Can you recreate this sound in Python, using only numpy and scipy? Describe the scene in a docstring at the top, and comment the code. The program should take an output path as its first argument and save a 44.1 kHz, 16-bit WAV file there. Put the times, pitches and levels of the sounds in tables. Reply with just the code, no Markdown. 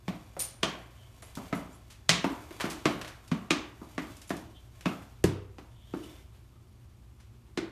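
"""A dog in rubber-soled boots walks down a panelled hallway with a hardwood floor.
Each boot slaps a board and the dog's weight thuds into the floor; the soles scuff, the cloth rustles.
The collar's tags strike in one brief cluster, its metal ring jiggles, and one boot bumps a door.
The bare hallway reverberates; faint thin squeaks, house rumble and ventilation hum lie underneath."""
import sys
import numpy as np
from scipy import signal
from scipy.fft import rfft, irfft
from scipy.io import wavfile

SR = 44100
rng = np.random.default_rng(int(sys.argv[2]) if len(sys.argv) > 2 else 0)


def to_wav(sig):
    """Store sig (one row per channel, or 1-D mono) as 16-bit WAV at the path in sys.argv[1].

    Samples outside -1..1 are clipped; the rate is SR.
    """
    pcm = np.clip(np.atleast_2d(sig), -1, 1) * 32767
    pcm = np.round(pcm).astype(np.int16)
    wavfile.write(sys.argv[1], SR, pcm.T)  # frames by channels


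N = 340011
T = np.arange(22500) / SR  # time axis of one event [s]

# house rumble and hiss (frequency [Hz], gain [dB])
HOUSE_SPECTRUM = [(20, -34.5), (40, -8.5), (65, -6), (119, -3), (140, -16.5), (237, -17.5), (286, -22.5),
                  (372, -19.5), (460, -32.5), (1190, -32.5), (1510, -39.5), (14000, -49)]
# ventilation hum (frequency [Hz], level [dB])
HUM_TONES = [(61, -55.5), (119, -59)]
# cloth stir, walking to standing (time [s], level [dB])
CLOTH_STIR = [(0, -72), (1.1, -70), (1.55, -66.5), (2.03, -74.5), (2.3, -64.5), (2.75, -63.5), (3.6, -73.5),
              (4.15, -65.5), (4.6, -73.5), (4.951, -65), (5.4, -81.5), (5.85, -75), (6.1, -64),
              (6.3, -78.5), (7.7, -82.5)]
# boot cloth (frequency [Hz], gain [dB])
CLOTH_SPECTRUM = [(100, -10), (500, 6.5), (1500, 2.5), (3200, 2), (5000, -1.5), (7500, -3.5), (11000, -5),
                  (14000, -4.5)]
# creep of planted soles (frequency [Hz], gain [dB])
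SHUFFLE_SPECTRUM = [(150, -7.5), (500, 0.5), (1200, -0.5), (2000, -5), (3200, -2), (5000, -10),
                    (13000, -14.5)]
# boot landings (time [s], slap [dB], brightness [dB], weight [dB], board knock [dB],
# board knock [Hz], plank clack [Hz], boot hollow [Hz], relative hollow level [dB])
FOOTFALLS = [(0.0812, -6, -1, -24.5, -29.5, 303, 710, 2420, -5),
             (0.3667, -10.5, -8, -40.5, -36, 546, 740, 1900, -8),
             (0.6316, 4.5, 2, -23, -26.5, 308, 1130, 3220, 2),
             (1.2247, -20, 0, -59, -53, 480, 720, 2200, -19),
             (1.3715, -7, -11, -28, -30, 274, 1000, 1400, -14),
             (1.528, 0.5, -4.5, -21.5, -25, 282, 1290, 2060, 6.5),
             (2.093, 6, 6.5, -16, -39, 310, 1144, 2040, -4.5),
             (2.2433, 4, -4, -27.5, -16, 288, 970, 2160, -21),
             (2.508, -17, -2.5, -52, -35, 324, 1050, 2200, 4),
             (2.6406, -1.5, -4, -27.5, -22, 317, 1080, 1520, -10),
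             (2.856, 7, -0.5, -18, -18, 315, 1100, 2130, -4),
             (3.3162, -2.5, -1.5, -16, -18, 240, 1130, 2330, -5),
             (3.507, 4, 3, -28, -19, 312, 1160, 2450, -0.5),
             (3.816, -13.5, -18, -46, -34, 275, 920, 1300, -19),
             (3.9803, -4, -1.5, -30, -23.5, 280, 1150, 1980, 7),
             (4.3051, -3, -4, -28, -22.5, 299, 680, 1690, 3.5),
             (4.858, 1.5, -2, -20.5, -20, 283, 1320, 2570, 5.5),
             (5.2414, -3, -2, -18, -18.5, 305, 940, 1550, 3),
             (5.584, -16.5, -2, -43, -40.5, 296, 912, 2000, -16),
             (5.938, -9.5, -6, -30.5, -21, 323, 473, 1420, -9),
             (7.575, -4.5, 1.5, -30, -20.5, 333, 1514, 2190, -3)]
# sole on wood (frequency [Hz], gain [dB])
SLAP_SPECTRUM = [(60, -21), (200, 5.5), (380, 7), (480, 0), (650, 5), (860, 1), (1150, 1.5), (1600, -2),
                 (2600, -3.5), (4000, -7), (6500, -14.5), (9000, -21), (11000, -29), (14000, -35.5)]
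# treble added by a harder landing (frequency [Hz], gain per brightness [dB/dB])
SLAP_TILT = [(1200, 0), (1800, 1), (3500, 2), (7000, 2.5), (12000, 2)]
# plank modes (ratio to clack frequency, relative level [dB])
PLANK_MODES = [(1, -0.5), (2.76, -7), (5.4, -5)]
# tag strikes (time [s], level [dB])
TAG_STRIKES = [(.393, -22.5), (.3975, -28), (.403, -20), (.4065, -28), (.442, -36)]
# tag modes (frequency [Hz], level [dB], t60 [s])
TAG_MODES = [(5800, -15, .05), (8500, -13, 0.037), (9240, 0.5, 0.069), (9278, -9, 0.12), (9620, -10, .06),
             (13100, -13, .06)]
# tag-on-tag clash (frequency [Hz], gain [dB])
CLASH_SPECTRUM = [(700, -12.5), (2500, -6.5), (5500, -1.5), (8900, 0), (9300, 18), (9800, -4), (11000, -7),
                  (12400, -2), (13000, 6.5), (14000, -10)]
# thin squeaks (time [s], level [dB], frequency [Hz], length [s])
SQUEAK_EVENTS = [(0.92, -73, 3160, 0.2), (4.529, -65.5, 3240, 0.076), (5.661, -73.5, 3280, 0.43),
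                 (5.98, -73.5, 3420, 0.28), (6.02, -60.5, 2850, 0.034), (6.528, -70.5, 1170, 0.032)]
# collar ring shaken by head bobs (time [s], level [dB], 1/e decay [s])
RING_JIGGLES = [(1.222, -54, 0.0087), (1.24, -67, 0.068), (1.545, -60, 0.028), (1.725, -64.5, .025),
                (4.275, -57, 0.035)]
# collar ring modes (frequency [Hz], level [dB], t60 [s])
RING_MODES = [(7210, -3, 0.027), (8600, -8, 0.03), (11050, 0, .025)]
# soles brushing wood (time [s], relative level [dB], 1/e decay [s], tilt [dB/octave])
SCUFF_EVENTS = [(1.3528, -51, 0.0039, 6.5), (1.901, -53.5, 0.034, 2.5), (2.6, -18, 0.002, -4.5),
                (2.607, -24.5, 0.014, -2.5), (2.6548, -22.5, 0.004, -5), (2.7, -41, 0.023, 3),
                (3.0134, -27.5, 0.0044, -2), (3.047, -29.5, 0.0078, -4), (3.0734, -36, 0.017, -1.5),
                (3.2772, -53, 0.0072, 4), (4.167, -59.5, 0.007, 7.5), (4.2162, -55.5, 0.0065, 5.5),
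                (4.294, -48, 0.013, 4), (4.367, -51.5, 0.0056, 5), (4.8095, -41, 0.0023, 0.5),
                (5.2406, -24.5, 0.0013, 2), (6.0311, -57, 0.02, 4), (7.1996, -59, 0.023, 0.5)]
# rubber slipping on varnish (frequency [Hz], gain [dB])
SCUFF_SPECTRUM = [(100, -13.5), (400, -3.5), (1500, 2), (3000, 0.5), (6000, -4.5), (10000, -9),
                  (14000, -15.5)]
# door panel modes (frequency [Hz], level [dB], t60 [s])
DOOR_MODES = [(95.8, -27, 0.7), (128, -26.5, 0.37), (165.6, -31.5, 0.24), (281, -36, 0.096),
              (349, -25.5, 0.16), (390, -9.5, 0.05), (500, -48, 0.91)]
# hallway decay (frequency [Hz], t60 [s])
HALL_T60 = [(100, 0.32), (260, 0.44), (700, 0.61), (1840, 0.51), (4850, 0.36), (9000, 0.29), (14000, 0.22)]
# first wall reflections (delay [s], gain)
WALL_ECHOES = [(.0017, 0.27), (.0076, 0.22), (0.0106, .3), (0.0144, 0.23)]


def amp(db):
    """Decibels to gain."""
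    return 10 ** (np.asarray(db) / 20)


def unit_rms(x):
    """Scale to rms 1."""
    return x / np.sqrt(np.mean(x ** 2) + 1e-20)


def lookup(points, hz):
    """Interpolate a table over log frequency."""
    knots_hz, values = np.transpose(points)
    return np.interp(np.log(hz + 1), np.log(knots_hz), values)


def add(mix, at_s, sound):
    """Mix a sound in at at_s."""
    part = mix[round(at_s * SR):][:len(sound)]
    part += sound[:len(part)]


def colour(x, spectrum, db_per_octave=0, pivot_hz=1100, shelf_hz=7000, size=8192):
    """Minimum-phase filter from a spectrum, tilted between pivot and shelf."""
    hz = np.fft.rfftfreq(size, 1 / SR)
    octaves = np.log2(np.clip(hz, pivot_hz, shelf_hz) / pivot_hz)
    cepstrum = irfft(np.log(amp(lookup(spectrum, hz) + db_per_octave * octaves)))
    cepstrum[1:size // 2] *= 2
    cepstrum[size // 2 + 1:] = 0
    impulse = irfft(np.exp(rfft(cepstrum)))[:size // 2]
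    return signal.oaconvolve(x, impulse)[:len(x)]


def decay(t, t60_s):
    """Envelope falling 60 dB in t60_s."""
    return np.exp(-np.log(1000) * t / t60_s)


def struck(modes):
    """Struck modes: damped sines."""
    return sum(amp(db) * decay(T, t60_s) * np.sin(2 * np.pi * hz * T) for hz, db, t60_s in modes)


def resonance(x, hz, width_hz):
    """Resonator with unity peak gain."""
    return signal.lfilter(*signal.iirpeak(hz, hz / width_hz, fs=SR), x)


def grains(size, per_s, spread_db):
    """Scattered clicks of random sign and strength, rms 1."""
    strength = amp(spread_db * np.minimum(rng.exponential(1, size), 4))
    return unit_rms(rng.choice([-1, 1], size) * strength * (rng.random(size) < per_s / SR))


def radiate(x, lowest_hz):
    """A panel radiates little below its lowest mode."""
    return signal.sosfilt(signal.butter(2, lowest_hz, "highpass", fs=SR, output="sos"), x)


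def hallway(early_db, tail_db, build_s=0.00058):
    """Impulse response: quick scatter between close walls, then a tail with uneven t60 per band."""
    build = 1 - np.exp(-T / build_s)
    scatter = grains(len(T), per_s=9000, spread_db=1) * build * decay(T, t60_s=0.075)
    hz, t, bands = signal.stft(rng.standard_normal(len(T)) * build, SR, nperseg=256)
    t60_s = lookup(HALL_T60, hz) * np.exp(0.16 * rng.uniform(-1.1, 1, len(hz)))
    tail = signal.istft(bands * decay(t, t60_s[:, None]), SR, nperseg=256)[1][:len(T)]
    return amp(early_db) * scatter / np.linalg.norm(scatter) + amp(tail_db) * tail / np.linalg.norm(tail)


def echoed(x, response):
    """Direct sound plus reverberation."""
    return x + signal.fftconvolve(x, response)[:len(x)]


def house(noise_db=-55, waver_rad=1.3):
    """Low rumble and thin hiss, with a wavering ventilation hum."""
    t = np.arange(N) / SR
    out = amp(noise_db) * unit_rms(colour(rng.standard_normal(N), HOUSE_SPECTRUM))
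    knots_s = np.linspace(0, t[-1], 60)
    for hz, db in HUM_TONES:
        waver = np.interp(t, knots_s, rng.standard_normal(len(knots_s)))
        out += amp(db) * np.sin(2 * np.pi * hz * t + waver_rad * waver)
    return out


def cloth_motion(attack_s=0.017, release_s=0.06, snap_db=8.5, snap_s=0.004):
    """Cloth gain: steady stir, lifted as each landing snaps the boot taut and creases it."""
    swell = (1 - np.exp(-T / attack_s)) * np.exp(-T / release_s)
    crease = swell + amp(snap_db) * np.exp(-T / snap_s)
    flex = np.ones(N)
    for at_s, slap_db, *_ in FOOTFALLS:
        crease_db = 9 + 0.41 * slap_db
        add(flex, at_s, amp(crease_db) * crease)
    stir_db = np.interp(np.arange(N) / SR, *np.transpose(CLOTH_STIR))
    return amp(stir_db) * flex


def rustle():
    """Boot cloth crackles as it moves."""
    crackle = unit_rms(colour(grains(N, per_s=1000, spread_db=4.5), CLOTH_SPECTRUM))
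    return echoed(crackle * cloth_motion(), hallway(early_db=-0.5, tail_db=2.5))


def shuffle(level_db=-77, slip_s=0.02):
    """Planted soles creep on the varnish in soft, randomly timed slips."""
    onsets = abs(grains(N, per_s=14, spread_db=2.3))
    slips = signal.oaconvolve(onsets, T * np.exp(-T / slip_s))[:N]
    return amp(level_db) * unit_rms(colour(slips * rng.standard_normal(N), SHUFFLE_SPECTRUM))


def slap(bright_db, lead_s):
    """The sole's edge crunches down; its flat claps on the wood at lead_s."""
    clap_at = round(lead_s * SR)
    crisp = amp(0.089 * bright_db)  # flatter landing: more clap, shorter crunch
    crunch_s = 0.0016 / crisp ** 2
    contact = amp(-26) * rng.standard_normal(len(T)) * np.exp(-abs(T - T[clap_at]) / crunch_s)
    contact[clap_at] += amp(0.5) * crisp
    for delay_s, gain in WALL_ECHOES:
        contact[clap_at + round(delay_s * rng.uniform(0.9, 1.1) * SR)] += gain
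    add(contact, lead_s, hallway(early_db=0.5, tail_db=0.5))
    tilt = [(hz, share * bright_db) for hz, share in SLAP_TILT]
    return colour(colour(contact, SLAP_SPECTRUM), tilt)


def plank(x, clack_hz, ring_db=-2.5, base_width_hz=120):
    """The plank under the boot boosts its own modes."""
    return x + sum(amp(ring_db + db) * resonance(x, clack_hz * ratio, base_width_hz * np.sqrt(ratio))
                   for ratio, db in PLANK_MODES)


def disperse(x, delay_at_1khz_s=0.0005):
    """Bending waves in a board carry treble faster than bass."""
    hz = np.fft.rfftfreq(len(x), 1 / SR)
    lag_cycles = 2 * delay_at_1khz_s * np.sqrt(1000 * hz)
    return irfft(rfft(x) * np.exp(-2j * np.pi * lag_cycles), len(x))


def boot_hollow(x, hz, relative_db, seal_s=0.08):
    """Air cupped in the boot resonates, choked as the sole presses flat."""
    return x + amp(relative_db + 2.5) * resonance(x * np.exp(-T / seal_s), hz, width_hz=240)


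def thud(weight_db, board_db, board_hz, floor_hz=168, floor_t60_s=0.044, board_t60_s=0.037):
    """The leg's weight bends the floor and knocks the board."""
    bend = struck([(floor_hz, weight_db, floor_t60_s)])
    knock = struck([(board_hz, board_db, board_t60_s)])
    load = 1 - np.exp(-T / 0.0015)
    boom = radiate(amp(3) * (knock - bend) * load, lowest_hz=111)
    return echoed(boom, hallway(early_db=-7.5, tail_db=-3.5, build_s=0.0071))


def footfalls(lead_s=0.008):
    """Per landing: a slap shaped by plank and boot, and a thud."""
    out = np.zeros(N)
    for step in FOOTFALLS:
        at_s, slap_db, bright_db, weight_db, board_db, board_hz, clack_hz, hollow_hz, hollow_db = step
        sole = amp(slap_db) * slap(bright_db, lead_s)
        clack = disperse(plank(sole, clack_hz))
        add(out, at_s - lead_s, boot_hollow(clack, hollow_hz, hollow_db))
        add(out, at_s, thud(weight_db, board_db, board_hz))
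    return out


def collar_tags(chime_db=-9, clash_db=-4, clash_s=0.0029):
    """Tags strike each other: a chattering clash plus ringing modes."""
    out = np.zeros(N)
    for at_s, level_db in TAG_STRIKES:
        clash = grains(len(T), per_s=3300, spread_db=4) * np.exp(-T / clash_s)
        clash += np.linalg.norm(clash) * hallway(early_db=-5.5, tail_db=4.5)
        chime = echoed(struck(TAG_MODES), hallway(early_db=-10, tail_db=-2.2))
        clink = amp(chime_db) * chime + amp(clash_db) * colour(clash, CLASH_SPECTRUM)
        add(out, at_s, amp(level_db) * clink)
    return out


def squeaks():
    """Faint narrow-band noise swells and fades."""
    out = np.zeros(N)
    for at_s, level_db, hz, length_s in SQUEAK_EVENTS:
        noise = rng.standard_normal(round(length_s * SR))
        width_hz = 0.17 * hz
        tone = resonance(resonance(noise, hz, width_hz), hz, width_hz)
        add(out, at_s, amp(level_db) * unit_rms(tone) * np.hanning(len(tone)))
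    return echoed(out, hallway(early_db=5, tail_db=0))


def collar_ring(tick_db=-3):
    """Flurries of light taps tick on the metal ring and excite its modes unevenly."""
    out = np.zeros(N)
    ring_norm = np.linalg.norm(struck(RING_MODES))
    for at_s, level_db, decay_s in RING_JIGGLES:
        for mode in RING_MODES:
            taps = grains(len(T), per_s=400, spread_db=3.5) * np.exp(-T / decay_s)
            tinkle = signal.fftconvolve(taps, struck([mode]) / ring_norm)[:len(T)]
            ticks = amp(tick_db) * resonance(taps, hz=mode[0], width_hz=3500)
            add(out, at_s, amp(level_db) * echoed(tinkle + ticks, hallway(early_db=1, tail_db=-4.5)))
    return out


def scuffs():
    """Rubber slips on varnish in short bursts; reverberation builds during each."""
    out = np.zeros(N)
    for at_s, relative_db, decay_s, db_per_octave in SCUFF_EVENTS:
        slip = grains(len(T), per_s=2800, spread_db=3) * np.exp(-T / decay_s)
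        slip += np.linalg.norm(slip) * hallway(early_db=-3.5, tail_db=-4, build_s=decay_s)
        add(out, at_s, amp(relative_db + 1.5) * colour(slip, SCUFF_SPECTRUM, db_per_octave))
    return out


def door(at_s=5.2425):
    """A boot bumps the door; the panel booms."""
    out = np.zeros(N)
    boom = radiate(struck(DOOR_MODES), lowest_hz=59.7)
    add(out, at_s, echoed(boom, hallway(early_db=-9.5, tail_db=-12.5)))
    return out


def scene():
    """Mono sum of all sources."""
    mix = footfalls() + scuffs() + rustle() + squeaks() + collar_tags() + door()
    return (mix + house() + collar_ring() + shuffle())[None]


def record(dry, ceiling=0.95, cutoff_hz=14200):
    """Soft peak limit, then low-pass."""
    limited = dry / (1 + (dry / ceiling) ** 6) ** (1 / 6)
    lowpass = signal.firwin(255, cutoff_hz, window=("kaiser", 8), fs=SR)
    return signal.oaconvolve(limited, lowpass[None], "same")


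dry = scene()
out = record(dry)
to_wav(out)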